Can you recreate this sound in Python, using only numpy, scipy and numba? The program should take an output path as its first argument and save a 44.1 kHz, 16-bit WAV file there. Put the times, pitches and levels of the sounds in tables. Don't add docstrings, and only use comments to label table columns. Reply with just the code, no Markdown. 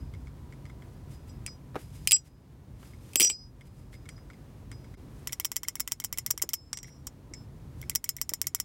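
import sys
import numpy as np
from scipy import signal
from scipy.fft import rfft, irfft, next_fast_len
from scipy.io import wavfile
from scipy.ndimage import uniform_filter1d
from numba import njit

SR = 44100
rng = np.random.default_rng(int(sys.argv[2]) if len(sys.argv) > 2 else 0)


def master_out(mix):
    frames = np.transpose(np.atleast_2d(mix))
    ceiling = np.clip(frames, -1, 1)
    pcm = np.round(ceiling * 32767).astype(np.int16)
    wavfile.write(sys.argv[1], SR, pcm)


N = 381024
TIME = np.arange(N) / SR
HIT_SIZE = 8192
AGE = np.arange(HIT_SIZE) / SR
SWAP_S = 4.962

# start_s, level_db, body_db, treble_db
FLIPS = [(1.4639, -29, -1.5, -11), (2.074, -13.5, 1, 2), (2.1102, -13, 0, 1), (2.119, -4, 1, -3),
         (2.164, -30.5, 6, -2.5), (3.1342, -46, 6.5, 8.5), (3.1572, -14, 0.5, 6.5), (3.199, -11, 2.5, 11),
         (3.2064, -6.5, 3, -4.5), (3.2128, -17.5, -1.5, 8), (3.217, -9, 3.5, 4.5), (3.228, -14, 4, 7),
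         (3.2475, -12, 1.5, -2.5), (3.273, -21.5, -1.5, -6), (3.2997, -14, 3.5, -7.5),
         (4.0908, -39, -4.5, -12), (4.7157, -45.5, 3.5, -13)]
# out_s, out_db, back_s, back_db, touch_db (relative to the return), lead_s, body_db
SHAKES = [(5.273, -25.5, 5.33, -24, -7, 0.0057, 1), (5.3991, -21, 5.452, -16, -4, .0044, 3),
          (5.5174, -22, 5.5656, -15.5, -10, 0.0054, 1.5), (5.6331, -23, 5.6843, -16, -23, 0.0054, 4.5),
          (5.755, -25.5, 5.8039, -15.5, -9.5, .0057, 2), (5.8765, -22, 5.92, -15, -20, 0.0055, 3),
          (6.0006, -23, 6.0463, -15.5, -7, .0063, 2), (6.127, -21, 6.1848, -16.5, -13, 0.0099, 3.5),
          (6.2632, -18.5, 6.3096, -12.5, -7, 0.0041, 1), (6.377, -23, 6.4231, -9.5, -10, 0.0049, 2.5),
          (6.4909, -19, 6.5386, -13, -2.5, 0.0043, 1), (7.897, -24, 7.9574, -14.5, -4, .0057, -0.5),
          (8.042, -18.5, 8.0912, -11.5, -58, 0.0043, -1), (8.1664, -27.5, 8.2146, -13.5, -60, 0.0035, -1.5),
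          (8.293, -17.5, 8.3366, -15.5, -60, 0.004, 0), (8.416, -15.5, 8.4696, -13, -60, .005, 1),
          (8.548, -13, 8.6005, -13.5, -60, 0.0053, 1)]
# first_hz, second_hz, third_hz
BLADE_MODES = [(5008, 5797, 7682), (5211, 5688, 7590)]
# centre_s, half_duration_s, level_db
RUBS = [(0.932, 0.015, -70), (1.133, .036, -60), (1.286, .014, -62), (1.811, 0.037, -55),
        (1.957, .015, -57), (2.006, .18, -60), (2.268, .019, -55), (2.856, .072, -59), (3.11, 0.13, -60),
        (3.668, 0.016, -61), (3.786, 0.053, -63.5), (3.94, 0.019, -57.5), (5.203, 0.087, -67.5),
        (6.883, 0.017, -55.5), (7.814, 0.055, -66)]


def flips():
    # frequency_hz, gain_db
    colour = [(150, -32), (400, -27.5), (1000, -21), (1600, -21), (2400, -3.5), (3100, -4), (3900, -13),
              (4700, -2.5), (6500, -5), (9500, 1), (11500, -14.5), (14000, -8), (16500, -18)]
    # pitch_hz, level_db, t60_s
    handle_modes = [(2405, -20, 0.064), (2660, -15.5, 0.057), (2984, -14.5, 0.011), (3103, -8.5, 0.026),
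                    (3276, -12.5, 0.023), (6985, -28.5, 0.18), (8750, -22.5, 0.067), (9050, -21, 0.065),
                    (8950, -19, 0.042), (13430, -20, .09), (14100, -24, .07)]
    out = np.zeros(N)
    spike = undb(21.5) * shape(signal.unit_impulse(HIT_SIZE, 2), colour)
    for s, db, body_db, treble_db in FLIPS:
        crack = undb(6.5) * shape(burst(crack_t60=.012, tail_db=-10, tail_t60=.076), colour)
        ring = undb(-1.5) * modes(handle_modes, scatter_db=-2, detune=.0032)
        add(out, s, undb(db) * (spike + shape(crack + ring, tilt(body_db, treble_db))))
    return out


def shakes():
    # start_s, level_db, body_db, treble_db, ring_db
    taps = [(6.7305, -14.5, 5, -11.5, -13.5), (6.773, -21.5, 2.5, -16, -6), (6.7876, -30.5, 3.5, -20, -4),
            (6.8307, -35, 7, -6, 4.5), (7.069, -33.5, -4, -0.5, 8), (7.0724, -27.5, 5, -10.5, -22),
            (7.337, -33.5, -9, -25, 3), (7.8154, -46.5, 6, 8, 2.5)]
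    firm_db = -13.5
    out = np.zeros(N)
    for out_s, out_db, back_s, back_db, touch_db, lead_s, body_db in SHAKES:
        # start_s, level_db, treble_db, ring_db
        strokes = [(out_s, out_db, 3.5, -1),
                   (back_s - lead_s, back_db + touch_db, 2, -1),
                   (back_s, back_db, 2, .5)]
        for s, db, treble_db, ring_db in strokes:
            extra_body_db = min(.58 * (firm_db - db), 8)
            add(out, s, clack(db, body_db + extra_body_db, treble_db, ring_db))
        knock_s = out_s + (back_s - out_s) * rng.uniform(.1, .5)
        add(out, knock_s, pivot_knock(db=-38.5, grip_db=-7.5))
    for s, *blow in taps:
        add(out, s, clack(*blow))
    return out


def clack(db, body_db, treble_db, ring_db):
    # frequency_hz, gain_db
    colour = [(200, -20.5), (500, -35), (1100, -13), (1600, -18), (3200, -13), (4050, -19), (5600, 2),
              (6600, -10.5), (7600, -0.5), (10400, -8), (11200, -1), (11800, -9.5), (14500, -2.5),
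              (16500, -21.5)]
    # pitch_hz, level_db, t60_s
    handle_modes = [(1080, -17.5, 0.0047), (1995, -21.5, 0.039), (2170, -32, 0.088), (3106, -18, 0.023),
                    (5260, -13, 0.063), (5720, -6.5, 0.021), (5722, -8, 0.042), (6380, -12.5, 0.019),
                    (6710, -12, 0.035), (6970, -23, 0.09), (7554, -6, 0.04), (11480, -10, 0.014),
                    (12100, -9, 0.027), (15500, -45, 0.027), (15800, -6, 0.019)]
    spike = undb(4.5) * signal.unit_impulse(HIT_SIZE, 2)
    crack = undb(10) * shape(spike + burst(crack_t60=.004, tail_db=-11, tail_t60=.045), colour)
    ring = undb(ring_db) * modes(handle_modes, scatter_db=2, detune=.0042)
    return undb(db) * shape(crack + ring, tilt(body_db, treble_db))


def blade(rise_s=.0072, waver_db=3, waver_hz=80, pitch_spread=.0011):
    # start_s, first_mode_db, second_mode_db, third_mode_db, free_s
    rings = [(.001, -64, -87, -87, .25), (1.13, -66, -77, -84, .1), (1.29, -54, -63, -61, 0.012),
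             (1.465, -41.5, -53, -64, 0.074), (2.078, -27, -48.5, -42.5, 0.027),
             (2.124, -18.5, -23.5, -8, 0.03), (3.163, -34, -42, -20, 0.034), (3.199, -22, -21, -16, 0.018),
             (3.221, -13.5, -6, -16, 0.043), (3.288, -44, -37, -16.5, 0.02), (3.304, -27.5, -48, -64, 0.17),
             (4.09, -64, -66, -77, .08), (4.16, -57, -80, -86, .05), (4.716, -56, -69.5, -78, 0.22),
             (6.541, -41, -66, -62, 0.39), (6.732, -50, -42, -49, 0.072), (6.831, -52, -49, -66, 0.18),
             (7.336, -49.5, -70, -67.5, 0.1)]
    # free_t60_s, grip_t60_s
    decays = [(.42, .13), (0.56, 0.17), (0.84, 0.078)]
    power = np.zeros((2, 3, N))
    age = TIME[:SR // 2]
    rise = np.minimum(age / rise_s, 1)
    for s, *levels, free_s in rings:
        for mode_power, db, (free_t60, grip_t60) in zip(power[int(s > SWAP_S)], levels, decays):
            free = rise * fade(np.maximum(age - rise_s, 0), free_t60)
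            grip = fade(np.maximum(age - free_s, 0), grip_t60)
            add(mode_power, s, (undb(db) * free * grip) ** 2)
    for s, _, db in RUBS:
        singing = undb(db - 7) * rise * fade(age, t60=.58)
        add(power[int(s > SWAP_S), 0], s, singing ** 2)
    out = 0
    for hz, mode_power in zip(np.ravel(BLADE_MODES), power.reshape(-1, N)):
        phase = 2 * np.pi * np.cumsum(hz * (1 + pitch_spread * drift(waver_hz))) / SR
        out += np.sqrt(mode_power) * undb(waver_db * drift(waver_hz)) * np.sin(phase)
    return out


def nudges(rebound_db=-6, mean_rebound_s=.0076, sing_db=-21, sing_t60=.26):
    # start_s, level_db, grip_db
    shifts = [(.1381, -44.5, 4), (.2708, -48.5, 8), (.5247, -47.5, 9), (.6544, -46, 2), (.6978, -51, 11),
              (.8224, -51.5, 7), (1.4774, -43.5, 12), (2.9352, -52, -3), (3.6097, -42.5, -5),
              (3.9304, -47.5, 2.5), (3.9409, -45, 0), (4.0562, -46.5, 8), (4.0891, -39.5, 3),
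              (4.1794, -54.5, 21), (4.3006, -47, 16), (4.3331, -51.5, 0.5), (4.716, -43, 10),
              (4.8439, -52.5, 4), (4.9402, -52, 6.5), (6.7315, -34.5, -9.5), (6.776, -47, -6),
              (6.8443, -41.5, -5), (6.8813, -46, 0), (7.3367, -41.5, -12), (7.8271, -43.5, 4),
              (8.5884, -46, 3)]
    out = np.zeros(N)
    for s, db, grip_db in shifts:
        add(out, s, pivot_knock(db, grip_db))
        add(out, s + mean_rebound_s * (.5 + rng.random()), pivot_knock(db + rebound_db, grip_db))
        singing = [(hz, sing_db - 7 * k, sing_t60) for k, hz in enumerate(BLADE_MODES[int(s > SWAP_S)])]
        add(out, s, undb(db) * modes(singing, scatter_db=1.5, detune=.0018))
    return out


def pivot_knock(db, grip_db):
    # frequency_hz, gain_db
    colour = [(500, -34), (1200, -8.5), (1750, -5), (2130, 6.5), (2550, -25.5), (3300, -5), (4000, -14),
              (5500, -18), (8000, -13.5), (15000, -37)]
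    # pitch_hz, level_db, t60_s
    pivot_modes = [(1983, -11, 0.031), (2186, 0, 0.039)]
    grip = [(700, 0), (1300, grip_db), (2000, 0)]
    crack = undb(9.5) * shape(burst(crack_t60=.017, tail_db=-9.5, tail_t60=.03), colour, grip)
    ring = undb(-1.5) * modes(pivot_modes, scatter_db=1.5, detune=.021)
    return undb(db) * (crack + ring)


def thuds(palm_db=-14, palm_slap_db=-7.5):
    # start_s, level_db, slap_db
    landings = [(1.745, -38, 6), (1.756, -23, 4.5), (1.762, -26, 6), (2.829, -47, 15), (6.338, -35.5, -5),
                (6.436, -26.5, 2.5), (7.313, -37, -14.5), (8.316, -29, -5)]
    # frequency_hz, gain_db
    colour = [(90, -18.5), (200, 0.5), (360, 6.5), (700, -2), (1000, -8.5), (1600, -12.5), (3000, -24),
              (7000, -39), (15000, -42.5)]
    closing = [(s, db + palm_db, palm_slap_db) for s, db, *_ in FLIPS if 3.15 < s < 3.31]
    out = np.zeros(N)
    for s, db, slap_db in landings + closing:
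        slap = [(500, .0056), (1400, slap_db)]
        contact = burst(crack_t60=.026, tail_db=-13.5, tail_t60=.15)
        add(out, s, undb(db + 9.5) * shape(contact, colour, slap))
    return out


def rubs(slip_half_s=.044, slip_db=-57.5):
    # frequency_hz, gain_db
    colour = [(600, -5), (2000, 4.5), (4000, 1.5), (8000, 2), (12000, 0.5), (16000, -9)]
    slips = [(back_s, slip_half_s, slip_db) for _, _, back_s, *_ in SHAKES]
    swell = sum(undb(db) * np.exp(-((TIME - s) / half_s) ** 2) for s, half_s, db in RUBS + slips)
    return swell * undb(1.6 * drift(rate_hz=170)) * coloured_noise(colour)


def cabin():
    # frequency_hz, gain_db
    rumble_colour = [(12, -43.5), (20, -9), (43, 1.5), (124, 0), (142, 1), (172, -10), (268, -13.5),
                     (300, -19.5), (390, -43), (660, -120)]
    hush_colour = [(120, -14.5), (200, 1.5), (280, 1), (450, -6), (700, -12.5), (1000, -14.5), (1500, -20),
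                   (3000, -26.5), (8000, -31.5), (16000, -35)]
    whine_colour = [(800, -37), (940, -4.5), (985, -0.5), (1030, -8), (1200, -38.5)]
    # time_s, level_db
    rumble_levels = [(0, -38.5), (.4, -45.5), (1.05, -42), (1.6, -43.5), (2, -40.5), (2.4, -46), (3, -44),
                     (3.7, -43.5), (4.6, -46.5), (5.1, -45.5), (5.4, -49), (6.101, -44.5), (6.7, -46),
                     (7.8, -44), (8.64, -45)]
    whine_levels = [(0, -71), (1.9, -72.5), (2.3, -79)]
    rumble = noise_bed(rumble_colour, rumble_levels, flicker_db=2.04, flicker_hz=12)
    hush = noise_bed(hush_colour, [(0, -54)], flicker_db=.57, flicker_hz=20)
    whine = noise_bed(whine_colour, whine_levels, flicker_db=3.3, flicker_hz=3.5)
    dip = 1 - .85 * np.exp(-((TIME - SWAP_S) / .011) ** 4)
    return (rumble + hush + whine) * dip


def noise_bed(colour, levels, flicker_db, flicker_hz):
    level_db = np.interp(TIME, *np.transpose(levels))
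    return coloured_noise(colour) * undb(level_db + flicker_db * drift(flicker_hz))


def burst(crack_t60, tail_db, tail_t60):
    noise = rng.standard_normal(HIT_SIZE)
    noise /= np.sqrt(uniform_filter1d(noise ** 2, size=32))
    tail = shape(noise * fade(AGE, tail_t60), [(7500, .0044), (12000, -3)])
    return noise * fade(AGE, crack_t60) + undb(tail_db) * tail


def modes(table, scatter_db, detune):
    out = 0
    for hz, db, t60 in table:
        strength, shift, phase = rng.standard_normal(3)
        cycles = hz * (1 + detune * shift) * AGE + phase
        out += undb(db + scatter_db * strength) * fade(AGE, t60) * np.sin(2 * np.pi * cycles)
    return out


def tilt(body_db, treble_db):
    return [(3500, body_db), (4800, 0), (8500, 0), (11000, treble_db)]


def shape(x, *colours):
    size = next_fast_len(len(x))
    log_f = np.log(np.arange(size // 2 + 1) * SR / size + 1)
    db = sum(np.interp(log_f, np.log(c[:, 0]), c[:, 1]) for c in map(np.array, colours))
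    cepstrum = irfft(np.log(undb(db)), size)
    cepstrum[1:size // 2] *= 2
    cepstrum[size // 2 + 1:] = 0
    return irfft(rfft(x, size) * np.exp(rfft(cepstrum)), size)[:len(x)]


def coloured_noise(colour):
    noise = shape(rng.standard_normal(N), colour)
    return noise / np.sqrt(np.mean(noise ** 2))


def drift(rate_hz):
    step = int(SR / rate_hz)
    held = np.repeat(rng.standard_normal(N // step + 2), step)
    return uniform_filter1d(held, step)[:N]


def undb(db):
    return 10 ** (np.asarray(db) / 20)


def fade(age, t60):
    return np.exp(-np.log(1000) * age / t60)


def add(out, s, x):
    i = int(s * SR)
    out[i:i + len(x)] += x[:len(out) - i]


@njit
def follow(wanted, attack, release):
    out, held, now = np.empty(len(wanted)), 0., 0.
    for i in range(len(wanted)):
        held = max(wanted[i], held * (1 - release))
        now += (held - now) * attack
        out[i] = now
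    return out


def gain_control(x, threshold_db=-36.5, slope=.4, max_cut_db=10.5, attack_s=.025, release_s=.55):
    level_db = 10 * np.log10(np.abs(uniform_filter1d(x ** 2, size=132)) + 1e-12)
    cut_db = np.clip(slope * (level_db - threshold_db), 0, max_cut_db)
    return x * undb(-follow(cut_db, 1 / (attack_s * SR), 1 / (release_s * SR)))


def scene():
    return (flips() + shakes() + blade() + nudges() + thuds() + rubs() + cabin())[None]


def record(dry):
    bass_cut = signal.butter(6, 41, "high", fs=SR, output="sos")
    top_cut = signal.ellip(8, .2, 70, 16300, fs=SR, output="sos")
    ducked = gain_control(signal.sosfilt(bass_cut, dry[0]))
    return signal.sosfilt(top_cut, ducked)[None]


dry = scene()
out = record(dry)
master_out(out)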